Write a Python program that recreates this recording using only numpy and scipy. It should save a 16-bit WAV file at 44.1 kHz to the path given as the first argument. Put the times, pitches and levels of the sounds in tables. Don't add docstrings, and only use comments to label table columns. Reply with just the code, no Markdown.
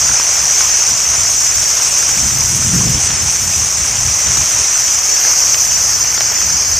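import sys
import numpy as np
from scipy import signal
from scipy.fft import rfft, irfft, next_fast_len
from scipy.io import wavfile
from scipy.ndimage import uniform_filter1d, minimum_filter1d, map_coordinates

SR = 44100
rng = np.random.default_rng(int(sys.argv[2]) if len(sys.argv) > 2 else 0)


def magnitude_from_level(level_db):
    exponent = np.asarray(level_db, float) / 20
    return 10 ** exponent


def unload_wav(signal):
    wavfile.write(
        sys.argv[1],
        SR,
        np.round(np.clip(np.atleast_2d(signal).T, -1, 1) * 32767).astype(np.int16),
    )


N = 299439

# start_s, facing_0_to_1
FACING = [(0, 0.22), (2, 0.15), (4.5, 0.11), (4.9, 0.2), (5.3, 0.48), (5.7, 0.37), (6, 0.48), (6.79, 0.58)]


def unit(x):
    return x / np.sqrt(np.mean(x ** 2) + 1e-20)


def along(points, hz):
    point_hz, value = np.transpose(points)
    return np.interp(np.log(hz + 1), np.log(point_hz + 1), value)


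def curves(rows):
    start_s, *columns = np.transpose(rows)
    t_s = np.arange(N) / SR
    return [np.interp(t_s, start_s, column) for column in columns]


def wobble(rate_hz):
    knots = rng.standard_normal(int(N * 200 / SR) + 4)
    return map_coordinates(knots, [np.arange(N) * min(rate_hz, 200) / SR])


def coloured(x, spectrum):
    size = next_fast_len(N + 8192)
    gain = magnitude_from_level(along(spectrum, np.fft.rfftfreq(size, 1 / SR)))
    return unit(irfft(rfft(x, size) * gain, size)[:N])


def turned(x, spectra):
    facing = np.clip(curves(FACING)[0], 0, 1)
    return (1 - facing) * coloured(x, spectra[0]) + facing * coloured(x, spectra[1])


def evened(x, size):
    power = np.abs(uniform_filter1d(x ** 2, size=size))
    return unit(x / (power + 0.05) ** 0.31)


def patchy(patchy_db):
    z = signal.stft(rng.standard_normal(N), nperseg=512)[2]
    field = uniform_filter1d(rng.standard_normal(z.shape), size=6, axis=0)
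    field = uniform_filter1d(field, size=8, axis=1)
    return unit(signal.istft(z * magnitude_from_level(patchy_db * unit(field)), nperseg=512)[1][:N])


def bubbles(count, hz, spread, cycles, size_db):
    when = rng.random(count)
    size = np.minimum(rng.exponential(size=count), 6)
    pitch_hz = np.clip(hz * np.exp(spread * rng.standard_normal(count)), 300, 16000)[:, None]
    turns = pitch_hz * np.arange(400) / SR
    rings = np.sin(2 * np.pi * turns * (1 + 0.037 * turns / cycles)) * np.exp(-turns / cycles)
    rings *= magnitude_from_level(size_db * size)[:, None] * np.sqrt(pitch_hz)
    index = (when * N).astype(int)[:, None] + np.arange(400)
    return unit(np.bincount(index.ravel(), rings.ravel(), N + 400)[:N])


def drops(count, size_db):
    when = rng.random(count)
    size = rng.exponential(size=count)
    sign = rng.choice([-1, 1], count)
    return unit(np.bincount((when * N).astype(int), sign * magnitude_from_level(size_db * size), N))


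def fountain():
    # start_s, fall_db, mist_drift_db
    flow = [(0, -11, -1), (.3, -12, -2.5), (.65, -11, 0), (1.05, -13, -3), (1.3, -12.5, 1),
            (1.65, -11.5, 0.5), (2.1, -12.5, 1), (2.5, -14.5, 3), (2.85, -13.5, .5), (3.1, -14.5, -3),
            (3.45, -14.5, 3.5), (3.85, -15, -1), (4.4, -13, 0), (5.0, -13, .5), (5.3, -11, -0.5),
            (5.8, -12, 1), (6.25, -13, -3), (6.79, -12.5, -1.5)]
    # middle_s, depth_db
    tears = [(.11, 3), (.26, 2), (1.14, -1), (1.53, 5), (1.8, 6), (1.9, 13), (2.46, 0), (2.53, 4),
             (2.59, 6), (2.99, 4), (3.16, 0), (3.25, 3), (3.37, 3), (3.46, 6), (4.01, 0), (5.01, 5),
             (5.57, 10.5), (5.67, 5), (5.99, 5), (6.05, 5), (6.13, 6), (6.33, 6)]
    # pitch_hz, density_db_per_hz
    gurgle_spectra = [
        [(160, -42), (280, -16), (447, -7.5), (490, -10.5), (623, -4.5), (1340, -4), (1670, -5), (2460, -1.5), (4300, -8), (5590, -17), (9460, -120)],
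        [(160, -37), (280, -8.5), (974, -5), (1250, -4.5), (2150, -2.5), (3430, -10), (3620, -33), (4200, -24), (5460, -36), (9240, -120)],
    ]
    # pitch_hz, density_db_per_hz
    port_spectra = [
        [(2290, -37.5), (3900, -35), (4510, -20.5), (5540, -3.5), (6080, 3), (8200, -15), (10700, -30), (18000, -120)],
        [(2290, -74), (3900, -32), (4220, -19), (4990, -6.5), (6030, 0), (6530, -1), (7290, -20), (8200, -31), (10700, -38), (18000, -120)],
    ]
    # pitch_hz, density_db_per_hz
    mist_spectra = [
        [(4410, -18), (7500, -2), (9080, -3.5), (9810, -11.5), (10900, -31), (11900, -36), (15500, -53), (22000, -120)],
        [(4410, -25), (7500, -1.5), (8550, -4), (8940, -12), (10200, -6.5), (11900, -11.5), (15500, -42), (22000, -120)],
    ]
    # pitch_hz, density_db_per_hz
    fine_spectrum = [(10500, -40), (11700, -14), (12500, -5), (13400, 0), (14400, 0), (14800, -90)]

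    fall_db, drift_db = curves(flow)
    swing_db = fall_db - fall_db.mean()
    facing = curves(FACING)[0]
    t_s = np.arange(N) / SR

    gurgle_db = -25 + 0.63 * swing_db - 4.5 * facing - 0.36 * drift_db + 0.54 * wobble(9)
    mist_db = -23 + 0.2 * swing_db - 12 * facing + 0.5 * drift_db + 1.35 * wobble(28)
    fine_db = -35 + 0.6 * swing_db + 6.5 * facing + drift_db
    spray_db = fall_db + 0.23 + 0.24 * wobble(28)
    tear_half_s, tear_share = 0.011, 0.74
    for middle_s, depth_db in tears:
        spray_db -= tear_share * depth_db * np.exp(-((t_s - middle_s) / tear_half_s) ** 2)
    surge_db = 0.17 * wobble(12) + 0.12 * wobble(35)

    impacts = drops(count=16000, size_db=2.5)
    rings = bubbles(count=7000, hz=1524, spread=0.582, cycles=3.3, size_db=2.5)
    gurgle = turned(patchy(patchy_db=1.6) + magnitude_from_level(-10.5) * rings + magnitude_from_level(-5) * impacts, gurgle_spectra)
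    spray = turned(patchy(patchy_db=1.0) + magnitude_from_level(-6.5) * impacts, port_spectra)
    mist = turned(patchy(patchy_db=0.3) + impacts, mist_spectra)
    fine = coloured(patchy(patchy_db=0.0) + magnitude_from_level(-21) * impacts, fine_spectrum)

    gurgle *= magnitude_from_level(gurgle_db + 0.18 * surge_db)
    spray *= magnitude_from_level(spray_db + 0.36 * surge_db + 0.15 * wobble(25))
    mist *= magnitude_from_level(mist_db + 0.64 * surge_db + 0.81 * wobble(21.92))
    fine *= magnitude_from_level(fine_db + 0.4 * surge_db + 1.3 * wobble(30))
    return gurgle + spray + mist + fine


def wind():
    # start_s, breeze_db
    breeze = [(0, -40), (.8, -40.5), (1.3, -37), (1.9, -39.5), (2.4, -38), (2.9, -28), (3.5, -35.5),
              (4.0, -35), (4.7, -39.5), (5.3, -40), (5.8, -36), (6.2, -37), (6.79, -36.5)]
    # middle_s, length_s, slow_eddies_db, sharp_eddies_db
    gusts = [(0.037, 0.024, -30, -34.5), (.11, .04, -31, -32.5), (.43, 0.049, -37, -37),
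             (0.667, 0.023, -36, -44), (0.917, .06, -33, -36.5), (1.112, .04, -31, -54),
             (1.203, 0.036, -30.5, -38), (1.587, .06, -31, -48), (2.107, 0.044, -32, -40),
             (2.189, .04, -33, -28), (2.256, 0.063, -26, -28), (2.368, 0.12, -27, -28),
             (2.46, .05, -27, -29.5), (2.558, 0.14, -28, -25.5), (2.681, 0.076, -22.5, -22),
             (2.767, 0.086, -23, -15.5), (2.87, 0.077, -28, -17), (2.955, .05, -23, -23),
             (3.12, 0.096, -31, -32), (3.24, 0.12, -29, -31.5), (3.46, 0.1, -28.5, -31.5),
             (3.6, 0.12, -27, -33.5), (3.81, 0.053, -30, -37), (3.96, 0.11, -29, -36),
             (4.065, 0.096, -22.5, -31), (4.3, .07, -27, -29), (4.398, 0.087, -25, -31.5),
             (4.58, 0.07, -30, -37.5), (6.5, 0.16, -32, -35.5), (6.74, 0.11, -28, -47)]
    # pitch_hz, density_db_per_hz
    slow_spectrum = [(15, -70), (28, -44), (38, -12), (48, -8), (70, 1.5), (110, -4.5), (170, -21.5),
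                     (400, -80)]
    # pitch_hz, density_db_per_hz
    sharp_spectrum = [(60, -52), (120, 2.5), (190, -3.5), (300, -13.5), (500, -22.5), (1000, -72)]

    rise_s, tail_s = 0.013, 0.023
    breeze_db = curves(breeze)[0]
    t_s = np.arange(N) / SR
    slow_gain = magnitude_from_level(breeze_db + wobble(12))
    sharp_gain = magnitude_from_level(breeze_db - 4.5 + wobble(12))
    for middle_s, length_s, slow_db, sharp_db in gusts:
        beyond_s = np.maximum(np.abs(t_s - middle_s) - length_s / 4, 0)
        edge_s = np.where(t_s < middle_s, rise_s, tail_s) + length_s / 8
        lump = np.exp(-(beyond_s / edge_s) ** 2)
        slow_gain = np.hypot(slow_gain, magnitude_from_level(slow_db) * lump)
        sharp_gain = np.hypot(sharp_gain, magnitude_from_level(sharp_db) * lump)
    slow = evened(coloured(rng.standard_normal(N), slow_spectrum), size=2000)
    sharp = evened(coloured(rng.standard_normal(N), sharp_spectrum), size=1500)
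    return magnitude_from_level(0.7 * wobble(25)) * (slow_gain * slow + sharp_gain * sharp)


def slaps():
    # start_s, peak_db, bubble_hz, bubble_db, crack_db
    near_drops = [(0.0919, -1, 1550, 2, -20), (0.1135, -3, 1350, 2, -16), (0.1983, -1, 1020, 1.5, -21),
                  (0.6074, 0, 1370, 0, -16), (0.821, -11, 1340, 7, -26), (1.2912, -14, 2420, -3, -10),
                  (1.4691, -13, 2500, 1, -10), (2.026, -6.5, 1580, 4, -21), (2.09, -8.5, 1690, -3, -9),
                  (2.183, -3.5, 2270, 2, -26), (3.104, -9.5, 2190, -1, -9), (3.536, -10, 2490, 3, -15),
                  (3.9697, -7, 3170, -7, -13), (4.371, -3.5, 1130, -7, -14), (4.4757, -14, 3100, 1, -11),
                  (4.8813, -7.5, 2210, 0, -14), (5.165, -11, 1660, -1, -13), (5.249, -2, 1690, 1, -22),
                  (6.416, -2.5, 1300, -1.5, -20), (6.5031, -6, 1640, 0, -19)]

    t_s = np.arange(2000) / SR
    out = np.zeros(N + len(t_s))
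    u = (t_s - 0.0012) / 0.00007
    spike = (1 - u * u) * np.exp(-u * u / 2)
    for start_s, peak_db, bubble_hz, bubble_db, crack_db in near_drops:
        ring = np.sin(2 * np.pi * bubble_hz * t_s * (1 + 9 * t_s))
        ring *= magnitude_from_level(bubble_db - 60 * t_s / 0.0087) * (1 - np.exp(-t_s / 0.0013))
        spatter = signal.lfilter([0.45], [1, -0.6], rng.standard_normal(len(t_s)))
        spatter *= 0.52 * magnitude_from_level(-60 * t_s / 0.04)
        slap = ring + magnitude_from_level(crack_db + 10.5) * (spike + spatter)
        out[round(start_s * SR):][:len(t_s)] += magnitude_from_level(peak_db) * slap
    return out[:N]


def ticks():
    # start_s, peak_db, width_ms, ring_db, ring_hz
    contacts = [
        (5.5437, -.5, .06, -17, 3000),
        (6.1772, -5, .055, -10, 1400),
        (6.2067, 1.5, .065, -17, 650),
    ]

    t_ms = np.arange(900) / SR * 1000
    out = np.zeros(N + len(t_ms))
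    after_ms = np.maximum(t_ms - 1.3, 0)
    for start_s, peak_db, width_ms, ring_db, ring_hz in contacts:
        u = (t_ms - 1.3) / width_ms
        spike = (1 - 0.5 * u * u) * np.exp(-u * u / 2)
        rebound = -0.26 * np.exp(-((u - 3) / 2) ** 2)
        ring = np.cos(2 * np.pi * ring_hz * after_ms / 1000) * (after_ms > 0)
        ring *= magnitude_from_level(ring_db - 60 * after_ms / 12)
        spatter = signal.lfilter([0.45], [1, -0.6], rng.standard_normal(len(t_ms)))
        spatter *= 0.2 * magnitude_from_level(-60 * t_ms / 18)
        tick = spike + rebound + ring + spatter
        out[round(start_s * SR):][:len(t_ms)] += magnitude_from_level(peak_db + 2) * tick
    return out[:N]


def scene():
    return np.tile(fountain() + wind() + slaps() + ticks(), (2, 1))


def noise_swap(x):
    # band_hz, share_of_frames
    swap_share = [(4359, 0.03), (5344, 0.1), (6516, 0.32), (7875, 0.56), (9375, 0.57), (10875, 0.44),
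                  (12375, 0.62), (13875, 0.61)]
    edges = np.array([176, 196, 216, 240, 264, 292, *range(320, 609, 32)])

    frame = 941
    window = signal.windows.kaiser_bessel_derived(2 * frame, 4 * np.pi)
    z = signal.stft(x, window=window, nperseg=2 * frame)[2]
    fresh = signal.stft(rng.standard_normal(x.shape), window=window, nperseg=2 * frame)[2]

    luck = rng.standard_normal((len(edges), z.shape[2] + 1))
    luck = luck[1:] + luck[:-1]
    luck = unit(luck[:, 1:] - 0.15 * luck[:, :-1])

    out = np.where(np.arange(z.shape[1])[:, None] < edges[-1], z, 0)
    loud = uniform_filter1d(np.abs(z), size=13, axis=1) > magnitude_from_level(-67)
    for lo, hi, row in zip(edges, edges[1:], luck):
        share = 0.72 * along(swap_share, (lo + hi) * SR / (4 * frame))
        swap = 1 / (1 + np.exp(-1.7 * row)) < share
        band, noise = z[:, lo:hi], fresh[:, lo:hi]
        level = np.linalg.norm(band, axis=1) / (np.linalg.norm(noise, axis=1) + 1e-12)
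        out[:, lo:hi] = np.where(swap, magnitude_from_level(0.03) * level[:, None] * noise, band)
        out[:, lo:hi] *= swap | loud[:, lo:hi]
    return signal.istft(out, window=window, nperseg=2 * frame)[1][:, :N]


def band_limit(x):
    return signal.sosfilt(signal.butter(12, 15010, fs=SR, output="sos"), x)


def record(dry):
    eased = dry / (1 + np.abs(dry / 1.05) ** 5) ** (1 / 5)
    swapped = noise_swap(eased)
    room_left = np.minimum(1, 1.02 / (np.abs(swapped).max(0) + 1e-9))
    gain = uniform_filter1d(minimum_filter1d(room_left, size=90), size=90)
    return band_limit(swapped * gain)


dry = scene()
out = record(dry)
unload_wav(out)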